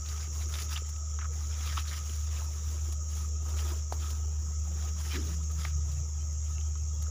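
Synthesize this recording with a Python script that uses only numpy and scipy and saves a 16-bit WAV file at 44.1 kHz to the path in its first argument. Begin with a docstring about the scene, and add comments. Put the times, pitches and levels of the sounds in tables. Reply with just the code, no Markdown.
"""Leaves swish, stems crackle and snap, and a hoof thuds as a cow browses in dry scrub close by.
Cicadas drone all around, a low hum runs throughout, a far engine nearly holds its pitch and then slows,
and a bird whistles faintly. Plant sounds are noise and tiny clicks, shaped by filters and by each pull.
The hum, engine and bird are sine waves. The cicadas are a hiss of noise plus pulsed tones.
Rumble, air and a thin whine are filtered noise."""
import sys
import numpy as np
from scipy import signal
from scipy.fft import rfft, irfft, next_fast_len
from scipy.io import wavfile

SR = 44100
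rng = np.random.default_rng(int(sys.argv[2]) if len(sys.argv) > 2 else 0)


def store_wav(level_fs):
    """Save 16-bit WAV to argv[1]."""
    pcm = np.round(np.clip(np.atleast_2d(level_fs), -1, 1) * 32767)
    wavfile.write(sys.argv[1], SR, pcm.T.astype(np.int16))


N = 313242
TIME = np.arange(N) / SR  # seconds

# In every spectrum table, each row: frequency in Hz, relative level in dB.
# The cow pulls at or pushes through the scrub. Each row: start in seconds, length in seconds,
# then relative levels in dB of leaves, stems and branches.
PULLS = [(-0.05, 0.063, -62, -63, -65), (0.05, .19, -54, -53, -62), (0.304, 0.22, -53.5, -57.5, -55),
         (0.484, 0.13, -47, -49, -62), (0.688, 0.048, -44, -41, -68), (1.308, .16, -57, -59, -61),
         (1.493, .12, -55, -50.5, -57), (1.604, 0.2, -50.5, -45.5, -58), (1.842, 0.15, -50, -49.5, -66),
         (1.978, 0.26, -53, -57.5, -64), (2.246, 0.14, -54.5, -52.5, -58), (2.403, .06, -55, -58, -58),
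         (2.464, 0.43, -57, -58, -57), (3.074, 0.15, -53.5, -60.5, -60), (3.42, 0.13, -72, -58.5, -51),
         (3.556, 0.18, -52, -48, -45.5), (3.979, 0.063, -54, -50, -54), (4.062, 0.067, -53, -55.5, -55),
         (4.137, 0.34, -84, -82, -60.5), (4.628, 0.16, -77, -61.5, -57.5), (4.768, 0.12, -61, -54.5, -54.5),
         (4.965, 0.16, -50.5, -49.5, -53.5), (5.098, 0.071, -62, -43, -54),
         (5.206, 0.11, -53.5, -54.5, -56), (5.464, 0.14, -64, -61, -58), (5.574, 0.08, -49, -46.5, -62),
         (5.869, 0.1, -64, -60, -59), (6.43, 0.1, -61, -65, -78)]
# The scrub between pulls. One row: relative levels in dB of leaves, stems and branches.
REST_DB = (-74.5, -78, -59.5)
# Every pull takes hold, builds as the plant tightens, lets go, and leaves the bush swaying.
GRIP_S, BUILD_DB, RELEASE_S, SWAY_DB, SWAY_S = 0.023, 1, 0.037, -21, 0.43
# Spectra of thin leaves, of stems and of heavy branches.
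LEAF_SPECTRUM = [(1500, 1), (4000, 4), (6000, 13), (8200, -2), (9500, 7), (11000, 5), (13700, -2),
                 (15200, 0.5)]
STEM_SPECTRUM = [(300, -48), (700, -10.5), (1300, 0.5), (2200, -2), (3100, -0.5), (3900, -2), (4400, -8.5),
                 (5200, 2.5), (7000, -14), (8500, -18), (15000, -23.5)]
BRANCH_SPECTRUM = [(200, -17), (340, 8), (520, -2), (800, 0), (1200, -3), (2000, -16.5)]
# Stems snapping; the rows from 1.189 to 1.255 s are sharp slips of the twig dragging over wood. # Each row:
# start in seconds, relative peak in dB, pitch in Hz, ring time in seconds, # splinters against the stalk in dB.
SNAPS = [(0.061, -41.5, 3880, 0.019, -8), (0.539, -32, 3780, 0.069, -6), (0.554, -31, 3630, 0.019, 3),
         (0.586, -33, 1300, 0.09, 19), (0.76, -31.5, 2990, 0.025, -11), (0.764, -32, 3420, 0.042, -12),
         (0.775, -31, 2860, 0.034, 3), (0.962, -46.5, 900, 0.021, 18), (1.189, -36, 1480, 0.018, -6),
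         (1.212, -41, 2230, 0.04, -5), (1.215, -41.5, 1350, 0.11, -7), (1.243, -42, 1320, 0.059, -8),
         (1.255, -43, 1320, 0.024, -12), (1.675, -36.5, 3180, 0.049, -8), (1.77, -32, 1250, 0.03, 3),
         (1.773, -32.5, 3150, 0.033, -14), (1.777, -27, 1260, 0.0081, -3), (1.785, -31.5, 3100, 0.042, 1),
         (1.879, -36.5, 4060, 0.2, -8), (1.913, -40.5, 1790, 0.085, -11), (2.095, -41.5, 2980, 0.027, -10),
         (4.024, -42, 3300, 0.098, -8), (5.157, -31, 1530, 0.03, 13), (5.646, -39, 1280, 0.04, -6),
         (5.65, -31, 2190, 0.021, -4), (6.581, -43, 2720, 0.018, -11), (6.61, -46.5, 3200, 0.03, -5),
         (6.754, -45, 1240, 0.045, -3), (7.065, -50, 1410, 0.037, -4)]
# Dry leaves ticking. Each row: start in seconds, relative peak in dB, lower crack against the tick in dB.
TICKS = [(0.087, -48, 10.5), (0.619, -35.5, 0), (0.8624, -51, -7), (0.8905, -42.5, -15), (2.923, -39, -8),
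         (3.186, -44, -5), (3.481, -51, -6), (3.924, -44, 7.5), (4.103, -39, 0.5), (5.0045, -45, -11),
         (5.3394, -47.5, 2), (5.4328, -51, 2), (5.514, -46, -22), (5.918, -45, -10), (6.326, -56, -9),
         (6.772, -56, -3), (7.022, -42, -16)]
# Dull knocks of wood. Each row: start in seconds, relative peak in dB, pitch in Hz, ring time in seconds.
KNOCKS = [(0.276, -46, 323, 0.09), (0.455, -47, 338, 0.096), (0.82, -42.5, 428, 0.046),
          (2.418, -43.5, 890, 0.051), (3.43, -47, 340, 0.098), (3.924, -24.5, 750, 0.012),
          (5.651, -42, 754, 0.046)]
# A twig dragging over wood: from when to when, how loud, how it fades.
SCRAPE_START_S, SCRAPE_END_S = 1.188, 1.268
SCRAPE_DB, SCRAPE_FADE_DB_PER_S = -50, 80
# A hoof pressing into the litter: when it lands, how it loads and fades, and its spectrum.
HOOF_S, HOOF_RISE_S, HOOF_HOLD_S = 5.125, 0.034, 0.04
HOOF_DB, HOOF_FADE_DB_PER_S = -40.5, 192
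HOOF_SPECTRUM = [(100, -9), (220, 0), (300, 3), (390, -2.5), (500, -18), (900, -43)]
# Nearer cicadas. Each row: tymbal clicks a second, pitch in Hz, width in Hz, level in dB at the start,
# level in dB at the end.
CICADAS = [(91.6, 6600, 330, -70, -53), (102.5, 6800, 550, -52.5, -59), (84.9, 7050, 320, -57, -59.5),
           (91.9, 5750, 450, -56, -63)]
# Cicada chorus. Each row: time in seconds, relative level in dB; then its spectrum.
CHORUS_LEVEL = [(0.0, -44.5), (3.44, -46), (3.66, -44.5), (4.41, -47), (4.53, -45), (7.08, -45), (7.1, -45)]
CHORUS_SPECTRUM = [(3500, -74), (4600, -24.5), (5050, -15), (5350, -7), (5650, -1.5), (5950, -0.5),
                   (6220, -7), (6550, 4.5), (6850, -5.5), (7150, -2), (7450, -3.5), (7750, -13),
                   (8200, -25.5), (9500, -81)]
# Low hum and its central pitch. Each row: time in seconds, level in dB.
HUM_LEVEL = [(0.0, -36), (0.45, -32.5), (0.65, -35.5), (1.82, -32.5), (1.98, -35.5), (2.29, -31.5),
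             (2.61, -36), (2.67, -32.5), (3.52, -33), (3.6, -30.5), (3.89, -34.5), (4.11, -32.5),
             (5.63, -32.5), (5.77, -30.5), (6.09, -33), (7.1, -31.5)]
HUM_HZ = 75.07
# Far engine. Each row: time in seconds, pitch in Hz, level in dB.
ENGINE = [(2.4, 178, -68), (3.3, 176.7, -57.5), (4.1, 175.3, -69.5), (4.7, 174.8, -51.5), (5.1, 174.3, -62),
          (5.5, 164.5, -49.5), (5.8, 140.2, -46), (6.05, 134, -49), (6.4, 120.5, -80)]
# A far bird. Each row: start in seconds, length in seconds, pitch in Hz, level in dB.
CHIRPS = [(5.778, 0.079, 3340, -75), (6.186, 0.062, 3100, -69), (6.52, 0.11, 2700, -67),
          (6.917, 0.069, 3340, -70)]
# Distant rumble. Each row: time in seconds, level in dB; then its spectrum.
RUMBLE_LEVEL = [(0, -52), (4.6, -53), (5.8, -50), (6.3, -49.5), (7.1, -48)]
RUMBLE_SPECTRUM = [(20, -28), (36, -4), (60, -45), (90, 11), (125, 8.5), (160, 5.5), (200, -5.5),
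                   (300, -49.5)]
# Spectrum of still air.
AIR_SPECTRUM = [(20, -65), (220, 8.5), (330, 2), (480, 4.5), (750, -1.5), (1100, -6), (2000, -7),
                (3200, -5), (4400, -11), (8500, -57), (11000, -43), (12500, -35), (13800, -40),
                (15100, -50)]
# Microphone port resonances. Each row: frequency in Hz, width in Hz, lift in dB.
PORT = [(1273, 62, 4.5), (15200, 270, 11.5)]
EDGE_HZ = 15530  # almost nothing sounds above this frequency


def amp(db):
    """Turns decibels into a gain."""
    return 10 ** (np.asarray(db) / 20)


def unit(x):
    """Scales a sound to an average strength (rms) of one."""
    return x / np.sqrt(np.mean(x ** 2) + 1e-20)


def peaked(x):
    """Scales a sound to a peak of one."""
    return x / abs(x).max()


def curve(rows, column=1):
    """Reads one column of a time table at every sample, with straight lines between rows."""
    rows = np.asarray(rows)
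    return np.interp(TIME, rows[:, 0], rows[:, column])


def noise():
    """White noise."""
    return rng.standard_normal(N)


def drift(rate):
    """Slow random motion of rms one, up to about rate changes a second."""
    white = rng.standard_normal(8192)
    f = np.fft.rfftfreq(len(white), TIME[-1] / len(white))
    slow = irfft(rfft(white) * np.exp(-(f / rate) ** 2))
    return unit(np.interp(TIME, np.linspace(0, TIME[-1], len(slow)), slow))


def colour(x, spectrum):
    """Filters a sound by a spectrum table."""
    hz, db = np.transpose(spectrum)
    size = next_fast_len(len(x) + SR // 10)
    f = np.fft.rfftfreq(size, 1 / SR)
    gain = amp(np.interp(np.log(f + 1), np.log(hz), db))
    return irfft(rfft(x, size) * gain, size)[:len(x)]


def band(x, hz, width):
    """Keeps a bell-shaped band with steep skirts."""
    size = next_fast_len(len(x), True)
    f = np.fft.rfftfreq(size, 1 / SR)
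    bell = np.exp(-((f - hz) / width) ** 2)
    return irfft(rfft(x, size) * bell, size)[:len(x)]


def resonate(x, hz, width):
    """Rings one damped resonance."""
    pole = np.exp((-np.pi * width + 2j * np.pi * hz) / SR)
    return signal.lfilter([1], [1, -pole], x).imag


def high_pass(x, order, hz):
    """Takes away what lies below a frequency."""
    return signal.sosfilt(signal.butter(order, hz, "highpass", fs=SR, output="sos"), x)


def add(mix, s, sound):
    """Mixes a sound in at time s."""
    part = mix[max(round(s * SR), 0):][:len(sound)]
    part += sound[:len(part)]


def dying(t60):
    """An eighth of a second of decay that falls by 60 dB in t60 seconds."""
    return np.exp(-np.log(1000) * TIME[:SR // 8] / t60)


def burst(t60):
    """A puff of fibres breaking: noise that dies away."""
    return rng.standard_normal(SR // 8) * dying(t60)


def crackle(per_s, spread_db, clump_db, wash):
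    """Tiny fractures of uneven size, coming in clumps, over a smooth rubbing noise."""
    sizes = amp(spread_db * np.minimum(rng.exponential(1, N), 3))
    happens = rng.random(N) < per_s / SR
    clicks = sizes * rng.choice([-1, 1], N) * happens
    clumps = amp(clump_db * drift(31))
    return unit((unit(clicks) + wash * noise()) * clumps)


def patchy(x, depth_db, span_hz, span_s):
    """Lets random patches of pitch and time stand out, each about span_hz by span_s in size."""
    size, hop = 1024, 128  # samples
    z = signal.stft(x, nperseg=size, noverlap=size - hop)[2]
    field = rng.standard_normal(z.shape)
    # smooth the random field along frequency, then along time
    for axis, span in enumerate([span_hz * size / SR, span_s * SR / hop]):
        kernel = np.exp(-(2 * np.arange(-40, 41) / span) ** 2)
        kernel = np.expand_dims(kernel, 1 - axis)
        field = signal.fftconvolve(field, kernel, "same", axes=axis)
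    patches = z * amp(depth_db * unit(field))
    return unit(signal.istft(patches, nperseg=size, noverlap=size - hop)[1][:N])


def pull(t, length):
    """Strength of one pull, t seconds after its start: grip, build, release, sway."""
    held = np.clip(t / length, 0, 1)
    after = np.maximum(t - length, 0)
    grip = (1 + np.tanh(t / GRIP_S - 0.5)) / 2
    let_go = np.exp(-after / RELEASE_S) + amp(SWAY_DB) * np.exp(-after / SWAY_S)
    return grip * amp(BUILD_DB * held) * let_go


def stirring():
    """How hard leaves, stems and branches move: the pulls add in power to the resting scrub."""
    t = TIME[::64]  # a coarse grid is enough for slow motion
    power = 0
    for start, length, *levels_db in PULLS:
        power = power + np.outer(amp(levels_db), pull(t - start, length)) ** 2
    motions = []
    for part, rest_db in zip(power, REST_DB):
        motions.append(np.interp(TIME, t, np.sqrt(part + amp(rest_db) ** 2)))
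    return np.array(motions)


def foliage(leaf_db=-3, stem_db=-2, branch_db=-4, jerk_db=1.5):
    """Leaves brush, stems crackle and branches scrape as the cow pulls at them in small jerks."""
    leaves = crackle(per_s=2200, spread_db=4.5, clump_db=1.5, wash=1.0)
    leaves = patchy(leaves, depth_db=1.0, span_hz=600, span_s=0.0083)
    stems = crackle(per_s=1100, spread_db=3.5, clump_db=1.5, wash=0.55)
    stems = patchy(stems, depth_db=3.2, span_hz=480, span_s=0.018)
    branches = crackle(per_s=500, spread_db=0.5, clump_db=1, wash=0.74)
    branches = patchy(branches, depth_db=4.5, span_hz=121, span_s=0.021)
    leaf_motion, stem_motion, branch_motion = stirring() * amp(jerk_db * drift(14.7))
    return (amp(leaf_db) * leaf_motion * unit(colour(leaves, LEAF_SPECTRUM))
            + amp(stem_db) * stem_motion * unit(colour(stems, STEM_SPECTRUM))
            + amp(branch_db) * branch_motion * unit(colour(branches, BRANCH_SPECTRUM)))


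def snaps(gain_db=2, break_share=0.98, low_cut_hz=650):
    """A stem gives way, or the dragged twig slips: the fibres ring the stalk and throw off broad splinters."""
    out = np.zeros(N)
    for s, db, hz, t60, splinter_db in SNAPS:
        width = 0.28 * hz
        stalk = resonate(burst(t60 * break_share), hz, width)
        stalk = peaked(resonate(stalk, hz, width))
        splinters = peaked(colour(burst(t60), STEM_SPECTRUM))
        add(out, s, amp(gain_db + db) * peaked(stalk + amp(splinter_db) * splinters))
    # thin stalks radiate almost no bass
    return high_pass(out, 4, low_cut_hz)


def ticks(gain_db=3, t60=0.06, crack_hz=5200, crack_width=1500):
    """A dry leaf buckles with a thin, bright tick and a lower crack."""
    out = np.zeros(N)
    for s, db, crack_db in TICKS:
        tick = peaked(colour(burst(t60), LEAF_SPECTRUM))
        crack = peaked(resonate(burst(t60), crack_hz, crack_width))
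        add(out, s, amp(gain_db + db) * (tick + amp(crack_db) * crack))
    return out


def knocks(gain_db=3, upper=1.17, upper_db=-5, scatter_db=-18, scatter_t60=0.34, low_cut_hz=320):
    """Wood struck dully: two damped modes and a short scatter from the brush."""
    out = np.zeros(N)
    t = TIME[:SR // 8]
    for s, db, hz, t60 in KNOCKS:
        modes = np.sin(2 * np.pi * hz * t) + amp(upper_db) * np.sin(2 * np.pi * hz * upper * t)
        scatter = amp(scatter_db) * peaked(colour(burst(scatter_t60), BRANCH_SPECTRUM))
        add(out, s, amp(gain_db + db) * (peaked(modes * dying(t60)) + scatter))
    return high_pass(out, 2, low_cut_hz)


def scrape(hz=1330, width=330, upper_hz=2200, upper_width=900, upper_db=-2):
    """A twig drags over wood in quick, uneven slips that ring two resonances."""
    slips = crackle(per_s=273, spread_db=2.5, clump_db=0.5, wash=1.0)
    ring = unit(band(slips, hz, width)) + amp(upper_db) * unit(band(slips, upper_hz, upper_width))
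    dragging = (TIME > SCRAPE_START_S) & (TIME < SCRAPE_END_S)
    since = np.maximum(TIME - SCRAPE_START_S, 0)
    return amp(SCRAPE_DB - SCRAPE_FADE_DB_PER_S * since) * dragging * unit(ring)


def hoof():
    """A quick run of low thumps as the litter gives under weight."""
    since = TIME - HOOF_S
    fading = np.maximum(since - HOOF_RISE_S - HOOF_HOLD_S, 0)  # seconds
    weight = np.clip(since / HOOF_RISE_S, 0, 1) * amp(HOOF_DB - HOOF_FADE_DB_PER_S * fading)
    thumps = crackle(per_s=340, spread_db=2.5, clump_db=0.5, wash=0.55)
    return weight * unit(colour(thumps, HOOF_SPECTRUM))


def whine(start_db=-63, end_db=-69, follow_db=-14, hz=1262, width=80, flicker_db=3):
    """A thin, breathy note that flickers, and swells when the stems move."""
    stem_motion = stirring()[1]
    steady = amp(np.linspace(start_db, end_db, N))
    level = np.hypot(steady, amp(follow_db) * stem_motion)
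    return level * unit(band(noise(), hz, width) * amp(flicker_db * drift(14.5)))


def cicadas(chorus_db=-3, flutter_db=0.67, click_share=0.26, rate_jitter=0.0022, uneven_db=1.5):
    """Each tymbal buckle rings a near insect's body; far ones merge into a hiss."""
    far = patchy(noise(), depth_db=2.0, span_hz=101, span_s=0.056)
    chorus_level = amp(chorus_db + curve(CHORUS_LEVEL) + flutter_db * drift(37))
    out = chorus_level * unit(colour(far, CHORUS_SPECTRUM))
    for rate, hz, width, start_db, end_db in CICADAS:
        turns = np.cumsum(rate * (1 + rate_jitter * drift(2.13))) / SR
        # each buckle starts at once and dies away over a share of the turn
        buckles = np.exp(-(turns % 1) / click_share) * amp(uneven_db * drift(79))
        # the body's pitch wanders, so no two buckles ring quite alike
        pitch = hz + width / 2 * drift(150.6)
        carrier = np.sin(2 * np.pi * np.cumsum(pitch) / SR)
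        song = band(buckles * carrier, hz, width)
        out += amp(np.linspace(start_db, end_db, N)) * unit(song)
    return out


def hum(sway_db=0.47, waver_db=0.8, wobble=0.15):
    """A nearly pure low tone; its level sways and wavers, its phase wobbles (in radians)."""
    phase = 2 * np.pi * HUM_HZ * TIME + wobble * drift(7.4)
    level = amp(curve(HUM_LEVEL) + sway_db * drift(7) + waver_db * drift(37))
    return level * unit(np.sin(phase))


def engine(under_db=-3, over_db=-14, cruise_hz=168, slow_hz=143, flutter_db=3.0, fade_s=0.19):
    """A far exhaust: one strong order; the one below it grows as the engine slows."""
    hz = curve(ENGINE)
    phase = 2 * np.pi * np.cumsum(hz) / SR
    slowing = np.clip((cruise_hz - hz) / (cruise_hz - slow_hz), 0, 1)
    under = slowing * amp(under_db) * np.sin(phase * 4 / 5)
    over = amp(over_db) * np.sin(phase * 6 / 5)
    orders = np.sin(phase) + under + over
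    # fades in just before the first row and out just after the last
    inside = np.minimum(TIME - ENGINE[0][0], ENGINE[-1][0] - TIME)
    heard = np.clip(1 + inside / fade_s, 0, 1)
    return amp(curve(ENGINE, column=2) + flutter_db * drift(9.6)) * heard * unit(orders)


def bird(sag=0.017, waver=0.012):
    """Faint whistles that waver and sink slightly in pitch."""
    out = np.zeros(N)
    for s, length, hz, db in CHIRPS:
        n = int(length * SR)
        pitch = hz * (1 + sag * np.linspace(0.5, -0.5, n) + waver * drift(150)[:n])
        whistle = np.hanning(n) * np.sin(2 * np.pi * np.cumsum(pitch) / SR)
        add(out, s, amp(db) * unit(whistle))
    return out


def background(air_db=-62):
    """Distant rumble and the soft, uneven hiss of open air, both filtered noise."""
    rumble = amp(curve(RUMBLE_LEVEL)) * unit(colour(noise(), RUMBLE_SPECTRUM))
    air = patchy(noise(), depth_db=3.5, span_hz=170, span_s=0.057)
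    return rumble + amp(air_db) * unit(colour(air, AIR_SPECTRUM))


def scene():
    """Everything reaches one microphone, alike in both channels."""
    cow = foliage() + snaps() + ticks() + knocks() + scrape() + hoof()
    mix = cow + whine() + cicadas() + hum() + engine() + bird() + background()
    return np.array([mix, mix])


def record(dry):
    """The microphone port rings at its resonances; then a steep low-pass filter cuts the top."""
    out = dry
    for hz, width, lift_db in PORT:
        b, a = signal.iirpeak(hz, hz / width, fs=SR)
        out = out + (amp(lift_db) - 1) * signal.lfilter(b, a, out)
    low_pass = signal.firwin(1401, EDGE_HZ, window=("kaiser", 9), fs=SR)
    return signal.oaconvolve(out, low_pass[None], "same")


dry = scene()
out = record(dry)
store_wav(out)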